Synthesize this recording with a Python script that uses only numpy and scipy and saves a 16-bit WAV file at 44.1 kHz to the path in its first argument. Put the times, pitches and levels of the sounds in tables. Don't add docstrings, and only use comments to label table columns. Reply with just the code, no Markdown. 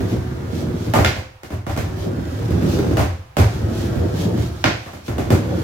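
import sys
import numpy as np
from scipy import signal
from scipy.fft import rfft, irfft, next_fast_len
from scipy.io import wavfile
from scipy.ndimage import uniform_filter1d

SR = 44100
rng = np.random.default_rng(int(sys.argv[2]) if len(sys.argv) > 2 else 0)


def unload_audio(sound):
    columns = np.transpose(np.atleast_2d(sound))
    steps = np.round(np.clip(columns, -1, 1) * 32767)
    wavfile.write(sys.argv[1], SR, steps.astype(np.int16))


N = 248283


# f/Hz, level/dB
GRIT_TONE = [(350, -31), (680, 3), (900, -2), (1200, -3), (1700, -5.5), (2400, -15.5), (4000, -27.5),
             (9000, -32)]
# f/Hz, level/dB
HISS_TONE = [(1200, -14), (2400, -6), (3400, -3), (4300, -5), (5500, -6), (7000, -9), (8200, -14.5),
             (9300, -12), (10400, -17.5), (12200, -12), (16000, -20)]
# middle t/s, half length/s, hiss level/dB
SIDE_SCRUBS = [(0.12, .05, -41.5), (0.588, 0.076, -40), (0.848, 0.099, -42.5), (1.463, 0.02, -50),
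               (1.728, 0.042, -43.5), (2.024, 0.059, -41), (2.378, 0.19, -47), (2.736, 0.08, -35),
               (3.544, .08, -42.5), (3.806, 0.088, -38), (4.216, 0.067, -34.5), (4.43, 0.067, -39.5),
               (4.613, 0.099, -46.5), (4.866, 0.19, -47.5), (5.079, 0.028, -42), (5.613, 0.086, -45.5)]
def wheels():
    boom_gain, rumble_gain, grit_gain, hiss_gain = rolling_gains()
    scrubs = sum(amp(db) * swell(s, half) for s, half, db in SIDE_SCRUBS)
    rumble = ramp_rumble(boom_gain, rumble_gain)
    grit = roll(tone_filter(GRIT_TONE), bumps_per_s=550, spread_db=1.5, echo_db=3.5, steady_s=0.06)
    hiss = roll(tone_filter(HISS_TONE), bumps_per_s=4000, spread_db=5.5, echo_db=2, steady_s=0.04)
    return rumble + grit_gain * grit + np.hypot(hiss_gain, scrubs) * hiss


# t/s, rumble level/dB
RIDE_LEVELS = [
    [(0, -27.5), (.4, -31.5), (.7, -31), (.92, -30.5)],
    [(1.87, -31), (2.3, -30.5), (2.7, -23.5), (2.95, -24)],
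    [(3.54, -29.5), (3.85, -26), (4.38, -27.5), (4.6, -35.5)],
    [(5.13, -33.5), (5.28, -28.5)],
    [(5.45, -27.5), (5.62, -25)],
]
def rolling_gains(rise_s=0.37, easy_roll_db=-28):
    t = np.arange(N) / SR
    # level in an easy roll/dB, dB gained per dB of the ride, time to fade by 60 dB/s
    boom, rumble, grit, hiss = (-25, 0.78, 0.86), (-27, 1.35, 0.55), (-38.5, 0.67, 1), (-46, 1, 1)
    base_db, follows, fall_s = np.transpose([boom, rumble, grit, hiss])[:, :, None]
    gains = []
    for ride in RIDE_LEVELS:
        s, db = np.transpose(ride)
        fade_db = -60 * (np.maximum(s[0] - t, 0) / rise_s + np.maximum(t - s[-1], 0) / fall_s)
        gains.append(amp(base_db + follows * (np.interp(t, s, db) - easy_roll_db) + fade_db))
    return np.max(gains, axis=0)


# f/Hz, level/dB
SLOW_TONE = [(90, -46), (145, 3), (175, 8), (210, 1.5), (248, 5), (285, -3), (345, -3), (450, -33),
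             (580, -11.5), (760, -27.5), (1200, -35), (3000, -89)]
# f/Hz, level/dB
FAST_TONE = [(110, -36), (170, -6.5), (250, -8.5), (345, 5.5), (420, -3), (520, -4.5), (620, -11),
             (780, -15.5), (1200, -36), (3000, -85.5)]
# middle t/s, half length/s, level/dB, share of the fast tone (0-1)
PRESSES = [(0.137, .035, -22, 0.76), (0.662, 0.17, -23.5, 0.2), (2.088, 0.063, -24, .6),
           (2.186, 0.071, -26.5, 0.24), (2.633, 0.085, -20, 0), (2.81, .08, -23, 0.3),
           (3.715, 0.054, -26, 0.37), (4.045, 0.033, -21.5, .85), (4.284, 0.11, -20, 0.23),
           (5.203, 0.028, -25, 1), (5.534, 0.048, -23.5, 0.9)]
def ramp_rumble(boom_gain, rumble_gain, easy_fast_share=0.49):
    surges = [amp(db) * swell(s, half) for s, half, db, _ in PRESSES]
    power = np.array([rumble_gain] + surges) ** 2
    fast_share = np.array([easy_fast_share] + [press[-1] for press in PRESSES])
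    surge_boom = amp(-8) * np.sqrt(power[1:].sum(axis=0))
    slow = roll(tone_filter(SLOW_TONE), bumps_per_s=210, spread_db=8.5, echo_db=-3, steady_s=0.081)
    fast = roll(tone_filter(FAST_TONE), bumps_per_s=380, spread_db=3.5, echo_db=1, steady_s=0.082)
    boom = roll(hollow_ramp, bumps_per_s=180, spread_db=5, echo_db=-4.5, steady_s=0.085)
    return (np.hypot(boom_gain, surge_boom) * boom
            + np.sqrt((1 - fast_share) @ power) * slow
            + np.sqrt(fast_share @ power) * fast)


def roll(response, bumps_per_s, spread_db, echo_db, steady_s, spots=20):
    lead = SR // 4
    n = N + lead
    bumps = (rng.random(n) < bumps_per_s / SR) * rng.choice([-1, 1], n)
    bumps = bumps * amp(spread_db * rng.standard_normal(n))
    echo = np.zeros((2, n + SR))
    for spot in np.array_split(np.arange(n), spots):
        add(echo, spot[0] / SR, signal.fftconvolve(bumps[spot][None], garage_echo(), axes=1))
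    direct = np.array([bumps, bumps * rng.choice([-1, 1], n)])
    sound = filtered(stereo(direct + amp(echo_db) * echo[:, :n]), response)[:, lead:]
    power = uniform_filter1d(np.mean(sound ** 2, axis=0), int(steady_s * SR))
    return sound / np.sqrt(np.abs(power) + 1e-20)


# f/Hz, width/Hz, level/dB
RAMP_NOTES = [(50.5, 34, -50), (70.4, 18.2, -6.5), (89.45, 8.6, 0.5), (108.5, 17.2, 1), (121.8, 46.5, -7)]
def hollow_ramp(hz):
    notes = sum((-1) ** k * amp(db) * 1j * hz * width / (centre ** 2 - hz ** 2 + 1j * hz * width)
                for k, (centre, width, db) in enumerate(RAMP_NOTES))
    return notes * tone_filter([(20, -12), (45, 0), (160, 0), (500, -25)])(hz)


# f/Hz, level/dB
KNOCK_TONE = [(60, -63), (105, -3), (160, 1.5), (240, 3.5), (340, 2.5), (450, -2.5), (560, -10),
              (800, -31.5), (2000, -40.5)]
# f/Hz, level/dB
CLACK_TONE = [(300, -38.5), (560, 5.5), (700, 5.5), (800, 1), (900, -0.5), (1080, 0), (1400, -6),
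              (1900, -10), (2800, -18), (6000, -34)]
# f/Hz, level/dB
CRACK_TONE = [(900, -28), (1400, 7), (1850, 3.5), (2350, 4), (2700, 0), (3400, -2.5), (4800, -4),
              (6500, -10), (8000, -18.5), (12000, -53)]
# f/Hz, level/dB
TICK_TONE = [(3000, -8), (6500, 5.5), (8200, 1.5), (9300, 2), (10500, -2.5), (12500, 4.5), (16000, -5.5)]
# f/Hz, level/dB, time to fade by 60 dB/s
DECK_NOTES = [(520.6, -9, 0.9), (590.4, 1, 0.24), (640, -1.5, 0.17), (753, -8, 0.56), (770, -4, 0.49),
              (827, -17.5, 0.53), (1057, -14.5, 0.82)]
# f/Hz, level/dB, time to fade by 60 dB/s
TRUCK_NOTES = [(1420, 8.5, 0.23), (1452, -45, 0.88), (1684, -5, 0.22), (1740, -17, 0.16), (1810, 7, 0.11),
               (2103, 6.5, 0.4), (2170, -13, 0.2), (2270, -32, 0.63), (2480, -4, 0.31), (2926, 8.5, 0.1),
               (3490, 3.5, 0.22), (4860, -2.5, 0.32), (6360, -39, 0.17)]
def blows():
    out = np.zeros((2, N + SR))
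    for s, boom_db, knock_db, clack_db, crack_db, tick_db in list_blows():
        direct_db = .8 * np.clip(crack_db - clack_db, -9, -2) - 2
        boom = strike(hollow_ramp, direct_db=-2)
        knock = strike(tone_filter(KNOCK_TONE), direct_db=-5, contact_s=0.013)
        deck = strike(tone_filter(CLACK_TONE), direct_db)
        deck += amp(-7) * ringing(DECK_NOTES, scatter_db=1.5, detune=.008)
        trucks = strike(tone_filter(CRACK_TONE), direct_db)
        trucks += amp(-13.5) * ringing(TRUCK_NOTES, scatter_db=3, detune=.0053)
        tick = strike(tone_filter(TICK_TONE), direct_db - 2)
        ramp = amp(boom_db - 1.5) * boom + amp(knock_db - 3) * knock
        board = amp(clack_db - 5.5) * deck + amp(crack_db - 4) * trucks + amp(tick_db - 2) * tick
        add(out, s, ramp + board)
    return out[:, :N]


# boom/dB, knock/dB,
# hardness/dB
LIP_TAPS = [(.987, -16, 0, -0.5, -4.5), (1.165, -31, 7.5, 0, 2), (1.433, -37, -3, 1, 7),
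            (4.861, -32, -10, -5, -3), (4.933, -35.5, -1, 0, 3), (5.081, -27.5, 5.5, 4, 0.5),
            (5.182, -24.5, -1, 4, 0.5)]
# delay/s, level change/dB, extra weight/dB
AXLE_LANDINGS = [(.937, -12, -10.5, -6.5, -1, 0.022, -7, 8), (1.504, -32, 3.5, 2, -0.5, 0.02, -1, 2.5),
                 (1.666, -26, 1.5, -1.5, -2, 0.03, -1, -3), (1.764, -29, 1.5, 1.5, 3.5, .011, 5, 0),
                 (2.97, -16, -1.5, -6, -1.5, .023, -2.5, 5.5), (3.368, -16, -1.5, -6, 1, .018, -2.5, 9.5),
                 (5.304, -18, 5.5, 5.5, 0.5, .019, -6.5, 2)]
# t/s, crack level/dB, deck and
# ramp against it/dB, tick level/dB, repeat delay/s
TRUCK_HITS = [(1.047, -16, -3.5, -32, .013), (4.641, -15, 1, -43, .019)]
# t/s, knock level/dB, boom level/dB
SHEET_JOINTS = [(.005, -20.5, -26), (.118, -22.5, -27.5), (.168, -30, -23), (0.685, -30, -24.5),
                (0.864, -24, -26), (2.418, -31.5, -20), (2.506, -21, -18), (2.624, -19.5, -28),
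                (2.788, -16, -41), (2.912, -21, -20.5), (3.615, -31, -18), (3.839, -25, -42),
                (3.955, -23, -20), (4.377, -21.5, -18)]
def list_blows(repeat_db=-8):
    rows = [slap(*tap) for tap in LIP_TAPS]
    for s, db, boom_db, knock_db, hard_db, delay, second_db, weight_db in AXLE_LANDINGS:
        rows.append(slap(s, db, boom_db, knock_db, hard_db))
        rows.append(slap(s + delay, db + second_db, boom_db + weight_db, knock_db + weight_db, hard_db))
    for s, db, body_db, tick_db, delay in TRUCK_HITS:
        wood_db = db + body_db
        levels = np.array([wood_db - 4.5, wood_db - 2.5, wood_db + .5, db, tick_db])
        rows += [(s, *levels), (s + delay, *(levels + repeat_db))]
    return rows + [(s, boom_db, db, db - 15, db - 19.5, db - 39) for s, db, boom_db in SHEET_JOINTS]


def slap(s, db, boom_db, knock_db, hard_db):
    return s, db + boom_db, db + knock_db, db, db + hard_db - 10, db + hard_db - 17


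def strike(response, direct_db, contact_s=.0045, wall_s=.0135, burst_size=2048):
    echo = garage_echo()
    t = np.arange(echo.shape[1]) / SR
    sound = echo * (1 - .7 * np.exp(-t / wall_s))
    fade = np.exp(-t[:burst_size] / contact_s)
    for s, db in (0, direct_db), (wall_s, direct_db - 8):
        spectrum = rfft(rng.standard_normal((2, burst_size)) * fade)
        burst = irfft(spectrum / np.abs(spectrum)) * np.sqrt(fade)
        add(sound, s, amp(db) * unit(burst) / np.sqrt(burst_size))
    sound = filtered(stereo(sound), response)
    return sound / np.sqrt(np.mean(sound[:, :1764] ** 2))


# t/s, level/dB
PIPE_HITS = [(0.939, -22), (0.958, -25)]
# f/Hz, level/dB, time to fade by 60 dB/s
PIPE_NOTES = [(873, 5, 0.32), (920, -15, 0.34), (1212, -2, 0.37), (1560, -12, 0.35)]
def coping_clanks():
    out = np.zeros((2, N))
    for s, db in PIPE_HITS:
        add(out, s, amp(db) * ringing(PIPE_NOTES, scatter_db=-1, detune=.0028))
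    return out


def ringing(notes, scatter_db, detune, size=28000):
    t = np.arange(size) / SR
    hz, db, fade_s = np.transpose(notes)[:, :, None]
    hz = hz * (1 + detune * rng.standard_normal(hz.shape))
    strength = amp(db + scatter_db * rng.standard_normal((2, len(notes), 1)))
    phase = 2 * np.pi * rng.random((len(notes), 1)) + rng.standard_normal((2, len(notes), 1))
    return np.sum(strength * amp(-60 * t / fade_s) * np.sin(2 * np.pi * hz * t + phase), axis=1)


def wheel_squeak(pitch_hz=765, waver_hz=35.7, level_db=-28.5):
    hz = pitch_hz + waver_hz * unit(uniform_filter1d(rng.standard_normal(N), size=200))
    tone = swell(middle_s=1.705, half_s=.018) * np.sin(2 * np.pi * np.cumsum(hz) / SR)
    echo = signal.fftconvolve(tone[None], garage_echo(), axes=1)[:, :N]
    return amp(level_db) * (tone + amp(-8) * echo)


# f/Hz, time to fade by 60 dB/s
ECHO_TIMES = [(60, 0.48), (170, 0.31), (400, 0.38), (1000, 0.38), (2500, 0.48), (6000, 0.46), (10000, 0.34),
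              (16000, 0.29)]
def garage_echo(size=28000):
    hz, t, noise = signal.stft(rng.standard_normal((2, size)), SR, nperseg=256)
    fade = amp(-60 * t / read_curve(ECHO_TIMES, hz)[:, None])
    tail = signal.istft(noise * fade, SR, nperseg=256)[1][:, :size]
    return unit(tail) / np.sqrt(size)


# f/Hz, level/dB
AIR_TONE = [(25, -4.5), (80, 3), (200, -26), (800, -7.5), (2500, -17.5), (8000, -32.5), (16000, -35)]
def room_air(level_db=-49.5):
    noise = stereo(rng.standard_normal((2, N)))
    return amp(level_db) * unit(filtered(noise, tone_filter(AIR_TONE)))


# f/Hz, likeness (1 = the same, 0 = unrelated)
STEREO_LIKENESS = [(90, .99), (180, .97), (260, .75), (500, .3), (1000, 0), (4000, -.05), (12000, 0)]
def stereo(pair):
    def shares(hz):
        angle = np.arccos(np.clip(read_curve(STEREO_LIKENESS, hz), -.99, .99)) / 2
        return np.array([np.cos(angle), np.sin(angle)])
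    mid, side = filtered(pair, shares)
    return np.array([mid + side, mid - side])


def tone_filter(points):
    def response(hz):
        cepstrum = irfft(np.log(amp(read_curve(points, hz))))
        half = len(cepstrum) // 2
        cepstrum[1:half] *= 2
        cepstrum[half + 1:] = 0
        return np.exp(rfft(cepstrum))
    return response


def filtered(x, response):
    n = x.shape[-1]
    padded = next_fast_len(n + 8192)
    return irfft(rfft(x, padded) * response(np.fft.rfftfreq(padded, 1 / SR)), padded)[..., :n]


def read_curve(points, hz):
    f, values = np.transpose(points)
    return np.interp(np.log(hz + 1), np.log(f), values)


def swell(middle_s, half_s):
    return np.exp(-((np.arange(N) / SR - middle_s) / half_s) ** 2)


def add(out, s, sound):
    out[:, round(s * SR):][:, :sound.shape[1]] += sound


def amp(db):
    return 10 ** (np.asarray(db) / 20)


def unit(x):
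    return x / np.sqrt(np.mean(x ** 2) + 1e-20)


def scene():
    return wheels() + blows() + coping_clanks() + wheel_squeak() + room_air()


# f/Hz, left minus right level/dB
SIDE_BALANCE = [(60, -0.5), (130, -0.4), (250, -1.5), (500, -0.9), (1000, -1), (4000, -2), (8000, 0.5),
                (12000, -0.2)]
def record(dry, top_hz=16200):
    balanced = filtered(dry, lambda hz: amp(np.outer([.5, -.5], read_curve(SIDE_BALANCE, hz))))
    rounded = balanced / (1 + np.abs(balanced) ** 8) ** (1 / 8)
    return filtered(rounded, lambda hz: hz < top_hz)


dry = scene()
out = record(dry)
unload_audio(out)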